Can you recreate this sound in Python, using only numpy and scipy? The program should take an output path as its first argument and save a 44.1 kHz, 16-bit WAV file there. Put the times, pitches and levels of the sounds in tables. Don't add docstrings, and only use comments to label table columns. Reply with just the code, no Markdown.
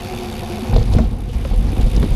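import sys
import numpy as np
from scipy import signal
from scipy.io import wavfile
from scipy.ndimage import uniform_filter1d

SR = 44100
rng = np.random.default_rng(int(sys.argv[2]) if len(sys.argv) > 2 else 0)


def linear_from_db(decibels):
    return 10 ** (np.asarray(decibels, float) / 20)


def materialize(psi):
    bounded = np.clip(np.atleast_2d(psi).T, -1, 1)
    quanta = np.round(bounded * 32767).astype(np.int16)
    wavfile.write(sys.argv[1], SR, quanta)


N = 94815
T = np.arange(N) / SR


def curve(table):
    return np.interp(T, *np.array(table).T[:2])


def unit(x):
    return x / np.sqrt(np.mean(x ** 2))


def band(x, hz, width):
    return signal.lfilter(*signal.iirpeak(min(hz, 0.45 * SR), hz / width, fs=SR), x)


def ring(x, hz, t60):
    pole = np.exp(2j * np.pi * hz / SR - np.log(1000) / (t60 * SR))
    return signal.lfilter([1], [1, -pole], x).imag


def walk(rate):
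    hold = int(SR / rate)
    steps = np.repeat(rng.standard_normal(N // hold + 1), hold)
    slewed = uniform_filter1d(uniform_filter1d(steps, hold), hold)[:N]
    return unit(slewed - uniform_filter1d(slewed, size=5 * hold))


def after(start, t60):
    age = np.maximum(T - start, 0)
    return (1 - np.exp(-age / 0.00021)) * linear_from_db(-60 * age / max(t60, 0.005))


def pawl_burst(stretch):
    rise_s, fall_s = 0.0016 * stretch, 0.0022 * stretch
    age = T[T < 0.03]
    return (1 - np.exp(-age / rise_s)) ** 2 * np.exp(-age / fall_s)


def freewheel():
    # t/s, teeth passed
    teeth = [(.008, 0), (.1745, 13), (.2453, 19), (.4737, 36), (.5942, 46), (.6582, 51), (.7101, 55),
             (.7255, 56), (.7585, 58), (.7734, 59), (.8054, 61), (.8388, 63), (.9277, 69), (.984, 73),
             (1.0189, 75), (1.0548, 77), (1.1271, 81), (1.1645, 83), (1.2025, 85), (1.2354, 87),
             (1.2721, 89), (1.3142, 92), (1.3327, 93), (1.3816, 96), (1.4414, 100), (1.5013, 104),
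             (1.5596, 107), (1.6075, 110), (1.6435, 112), (1.6726, 114), (1.7318, 118), (1.8131, 123),
             (1.8425, 125), (1.8804, 127), (1.9484, 131), (1.9787, 133), (2.0161, 135), (2.0431, 137),
             (2.1049, 141), (2.136, 143)]
    # f/Hz, level on asphalt/dB, level on deck/dB, t60/s
    hub = [(10190, 4.5, 4.5, 0.005), (10720, 4.5, -1, 0.0067), (11410, 5.5, 0.5, 0.0043),
           (12070, -1, -2, 0.0042), (12830, 2, -4, 0.0061), (14000, -6, -6, .003), (9350, 1, 4, 0.0017),
           (8260, -19, -15, 0.00073), (6260, 4, -1.5, 0.0064), (5500, 6, -3.5, 0.0065),
           (4500, 11, 0.5, 0.0051), (3600, 13, 7.5, 0.0052), (2533, 15.5, 7, 0.0049),
           (1500, 6, -20, 0.0071)]
    # t/s, level/dB
    pawls = [(0, 0.5), (.74, 0), (.8, -6.5), (.93, -1.5), (1.02, -5.5), (1.1, 2), (1.15, -3), (1.195, 6),
             (1.27, -1), (1.39, -2), (1.52, 0.5), (1.58, 2.5), (1.64, 2), (1.72, -2.5), (1.81, 2),
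             (1.86, 0.5), (1.91, 3), (2.15, -1)]
    rear_on_deck_s = 0.845

    times, counts = np.array(teeth).T
    at = np.interp(np.arange(counts[-1] + 1), counts, times)
    luck = rng.standard_normal((len(at), 2 + len(hub)))
    deck = at > rear_on_deck_s
    jitter_s = np.where(deck, 0.00071, 0.00015)
    at = at + luck[:, 0] * jitter_s - 0.0016
    force_db = np.where(deck, 2.5, 1.2) * luck[:, 1]

    chatter = rng.standard_normal(N)
    out = 0
    for k, (hz, asphalt_db, deck_db, t60) in enumerate(hub):
        ticks = np.zeros(N)
        ticks[(at * SR).astype(int)] = linear_from_db(np.where(deck, deck_db, asphalt_db) - luck[:, 2 + k] + force_db)
        crisp = signal.fftconvolve(ticks * (T <= rear_on_deck_s), pawl_burst(0.82))
        smeared = signal.fftconvolve(ticks * (T > rear_on_deck_s), pawl_burst(1.6))
        envelope = (crisp + smeared)[:N]
        out = out + band(ring(envelope * chatter, hz, t60), hz, hz / 3)
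    return linear_from_db(-2 + curve(pawls)) * unit(out)


def spray():
    # f/Hz, level per Hz/dB
    hiss = [(470, -32), (800, -4), (1640, -9), (2500, -6), (6330, -14.5), (7170, -13.5), (10400, -11),
            (13200, -15), (15400, -59)]
    drops_per_s, drop_db, flicker_db, tilt_db = 480, -1, 2, -10

    freqs, levels = np.array(hiss).T
    drops = (rng.random(N) < drops_per_s / SR) * rng.standard_normal(N)
    drops = drops * linear_from_db(2.8 * rng.exponential(size=N))
    drops = linear_from_db(drop_db) * unit(drops)
    shared_db = walk(90)
    out = 0
    for hz in 900 * 2 ** np.arange(0, 4.2, 1 / 3):
        water = rng.standard_normal(N) * linear_from_db(flicker_db * walk(25.72) + shared_db) + drops
        db = np.interp(np.log(hz), np.log(freqs), levels) + tilt_db * max(np.log2(hz / 4500), 0)
        out = out + linear_from_db(db) * band(band(water, hz, hz / 3), hz, hz / 3)
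    return linear_from_db(-0.5) * out / np.sqrt(np.mean(band(out, 2750, 3750) ** 2))


def frame():
    # t/s, level/dB
    shake = [(0.0, -30), (0.66, -30), (0.76, -12.5), (0.87, -19.5), (0.92, -12.5), (1.33, -25), (1.36, -21),
             (1.48, -18.5), (1.52, -19.5), (1.72, -15.5), (1.85, -15), (1.93, -19.5), (1.97, -13),
             (2.08, -15.5), (2.15, -18.5)]
    # f/Hz, width/Hz, level on asphalt/dB, level on deck/dB
    modes = [(25.4, 23, -1.5, -22), (45, 18.3, -8.5, 2), (79, 21.4, -2.5, -9), (104, 35.7, -0.5, -5.5),
             (139.8, 31.4, -20, -16), (216.6, 26, 0, -12), (270, 70, -14, -16.5), (361.8, 21.2, -6, -23),
             (417, 77, -10.5, -22), (503, 47, -6, -20.5), (732.4, 83, -6, -22.5), (834, 303, -8, -24)]
    boom_hz, boom_cap_db = 90, -17

    on_deck = np.clip((T - 0.672) / 0.11, 0, 1)
    shake_db = curve(shake)
    grit_db = 1.5 * walk(44.79)
    out = 0
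    for hz, width, asphalt_db, deck_db in modes:
        drive_db = np.minimum(shake_db, boom_cap_db) if hz < boom_hz else shake_db + grit_db
        mode_db = asphalt_db + (deck_db - asphalt_db) * on_deck + 0.5 * walk(10.9)
        hum = band(band(rng.standard_normal(N), hz, 1.7 * width), hz, 1.7 * width)
        out = out + linear_from_db(drive_db - 3.5 + mode_db) * unit(hum)
    return out


def knocks():
    # t/s, level/dB, f/Hz, t60/s
    hits = [(0.03, -31.5, 712, 0.14), (0.085, -26.5, 734, 0.24), (0.22, -31, 718, 0.33),
            (0.54, -27, 746, 0.08), (1.225, -23, 206, 0.1), (1.295, -26, 482, 0.083),
            (0.112, -25, 361, 0.64), (0.155, -29, 219, 0.27), (0.2, -25.5, 358.5, 0.43),
            (0.262, -24, 220.4, 0.66), (0.5, -20.5, 353, 0.19), (0.535, -21.5, 213, 0.27),
            (0.59, -23, 370.7, 0.29), (0.625, -16.5, 239.7, 0.18), (.732, -15, 780, 0.022),
            (.763, -9, 460, 0.05), (.763, -11.5, 640, 0.04), (.782, -13, 477, 0.051),
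            (.785, -30, 150, 0.036), (.815, -19, 475, 0.06), (0.95, -7, 413, 0.015),
            (0.967, -6, 225, 0.075), (.985, -15.5, 488, 0.053), (.989, -14, 638, 0.066),
            (0.99, -22, 336, .03), (1.0035, -8.5, 226, 0.13), (1.046, -24, 259, 0.042),
            (1.451, -17.5, 541, 0.048), (1.512, -25.5, 794, 0.04), (1.533, -26.5, 502, 0.21),
            (1.665, -17.5, 147, 0.075), (1.862, -11.5, 124, 0.092), (2.06, -15, 300, 0.035),
            (1.731, -12.5, 270, 0.027), (1.772, -14.5, 226, 0.081), (1.8, -10.5, 232, 0.056),
            (1.976, -7.5, 185, 0.04), (2.027, -6.5, 207, 0.013), (2.03, -16, 417, 0.099),
            (2.04, -4, 224, 0.027)]
    return sum(linear_from_db(db) * after(s, t60) * np.sin(2 * np.pi * hz * (T - s)) for s, db, hz, t60 in hits)


def jolts():
    # t/s, level/dB, sway f/Hz, t60/s, direction (signed strength)
    pushes = [(0.696, -10, 100, 0.08, 0.91), (0.732, -2, 60, 0.04, 1), (0.736, -6, 30.6, 0.18, -1.03),
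              (0.754, 5, 40, 0.036, 0.97), (0.781, 1.5, 111, 0.096, 0.68), (0.805, 0.5, 36, 0.098, 0.62),
              (.903, -5, 52.8, 0.32, 0.87), (0.937, -2, 41, 0.12, -1.1), (0.962, 2, 100, 0.039, -1.1),
              (0.9886, 1, 128, 0.021, 0.48), (1.065, -13.5, 43, 0.41, 1), (1.355, -3.5, 54, 0.24, -0.56),
              (1.512, -7, 40.5, 0.47, -0.97), (1.577, -7, 43, 0.17, 1), (1.786, -3, 45, 0.32, 0.79),
              (1.832, 0, 40, 0.18, -1.03), (1.95, 0.5, 35.6, 0.047, -1.04), (1.964, -3, 54.8, 0.32, 0.73),
              (1.995, -7.5, 52, 0.22, -1.1), (2.038, -10, 91, 0.14, 1), (2.112, -2, 41.5, 0.16, 0.82)]
    return sum(way * linear_from_db(db) * after(s, t60) * np.sin(2 * np.pi * hz * (T - s))
               for s, db, hz, t60, way in pushes)


def rattle(noise, start, db, hz, t60):
    fade = after(start, t60)
    width = hz / 1.5
    burst = fade * band(band(band(noise, hz, hz), hz, width), hz, width)
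    return linear_from_db(db - 11) * burst * np.sqrt(np.sum(fade ** 2) / np.sum(burst ** 2))


def rattles():
    # t/s, level/dB, centre f/Hz, t60/s
    clatters = [(0.733, -23, 1060, 0.052), (0.737, -22, 3400, 0.051), (0.7627, -11, 4000, 0.026),
                (.757, -20, 3000, 0.018), (.783, -22, 3800, .03), (.793, -26.5, 6500, .02),
                (0.799, -25.5, 3400, 0.034), (0.8274, -18, 4200, 0.018), (0.8269, -28, 7500, 0.0092),
                (0.909, -32, 2400, .05), (0.923, -25.5, 4120, 0.092), (0.9356, -17.5, 4160, 0.026),
                (0.94, -30, 6530, 0.05), (0.967, -25, 3540, 0.053), (0.973, -28, 3000, 0.035),
                (0.949, -28, 1500, 0.05), (.984, -19, 1930, 0.085), (.976, -26, 1210, 0.06),
                (.986, -13.5, 1090, 0.064), (1.016, -31, 4000, 0.048), (0.985, -26, 5500, 0.071),
                (1.044, -29, 3570, 0.065), (1.4495, -17.5, 2500, 0.023), (1.45, -17, 1080, 0.037),
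                (1.4515, -21, 1820, 0.037), (1.5341, -27, 3070, 0.048), (1.727, -25, 2180, 0.023),
                (1.765, -20, 890, 0.032), (1.767, -27, 3600, 0.033), (1.809, -23, 3600, 0.065),
                (1.811, -26, 6400, 0.034), (1.944, -24, 2700, 0.042), (1.9623, -16, 4500, 0.032),
                (1.975, -20, 2980, .03), (2.027, -21, 3600, 0.044), (2.029, -12, 1280, 0.024),
                (2.046, -27, 3240, 0.045), (2.058, -23, 2600, 0.027), (2.084, -23, 2600, 0.024)]
    noise = rng.standard_normal(N) * linear_from_db(1.8 * walk(700))
    return sum(rattle(noise, *row) for row in clatters)


def scene():
    # t/s, level/dB
    gain = [(0.0, -41), (0.6, -41), (0.81, -42.5), (0.95, -42), (1.07, -46.5), (1.2, -52), (1.35, -44.5),
            (1.6, -45), (1.74, -42.5), (1.92, -41.5), (2.15, -42)]
    airborne = linear_from_db(curve(gain)) * (freewheel() + spray())
    clamp = frame() + knocks() + jolts() + rattles()
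    return (airborne + clamp)[None]


def low_pass(x):
    return signal.sosfilt(signal.butter(12, 15600, fs=SR, output="sos"), x)


def record(dry):
    ceiling = 1.4
    x = signal.sosfilt(signal.butter(2, 17, "high", fs=SR, output="sos"), dry)
    x = ceiling * np.tanh(x / ceiling)
    x = signal.sosfilt(signal.butter(10, 14500, fs=SR, output="sos"), x)
    return low_pass(x)


dry = scene()
out = record(dry)
materialize(out)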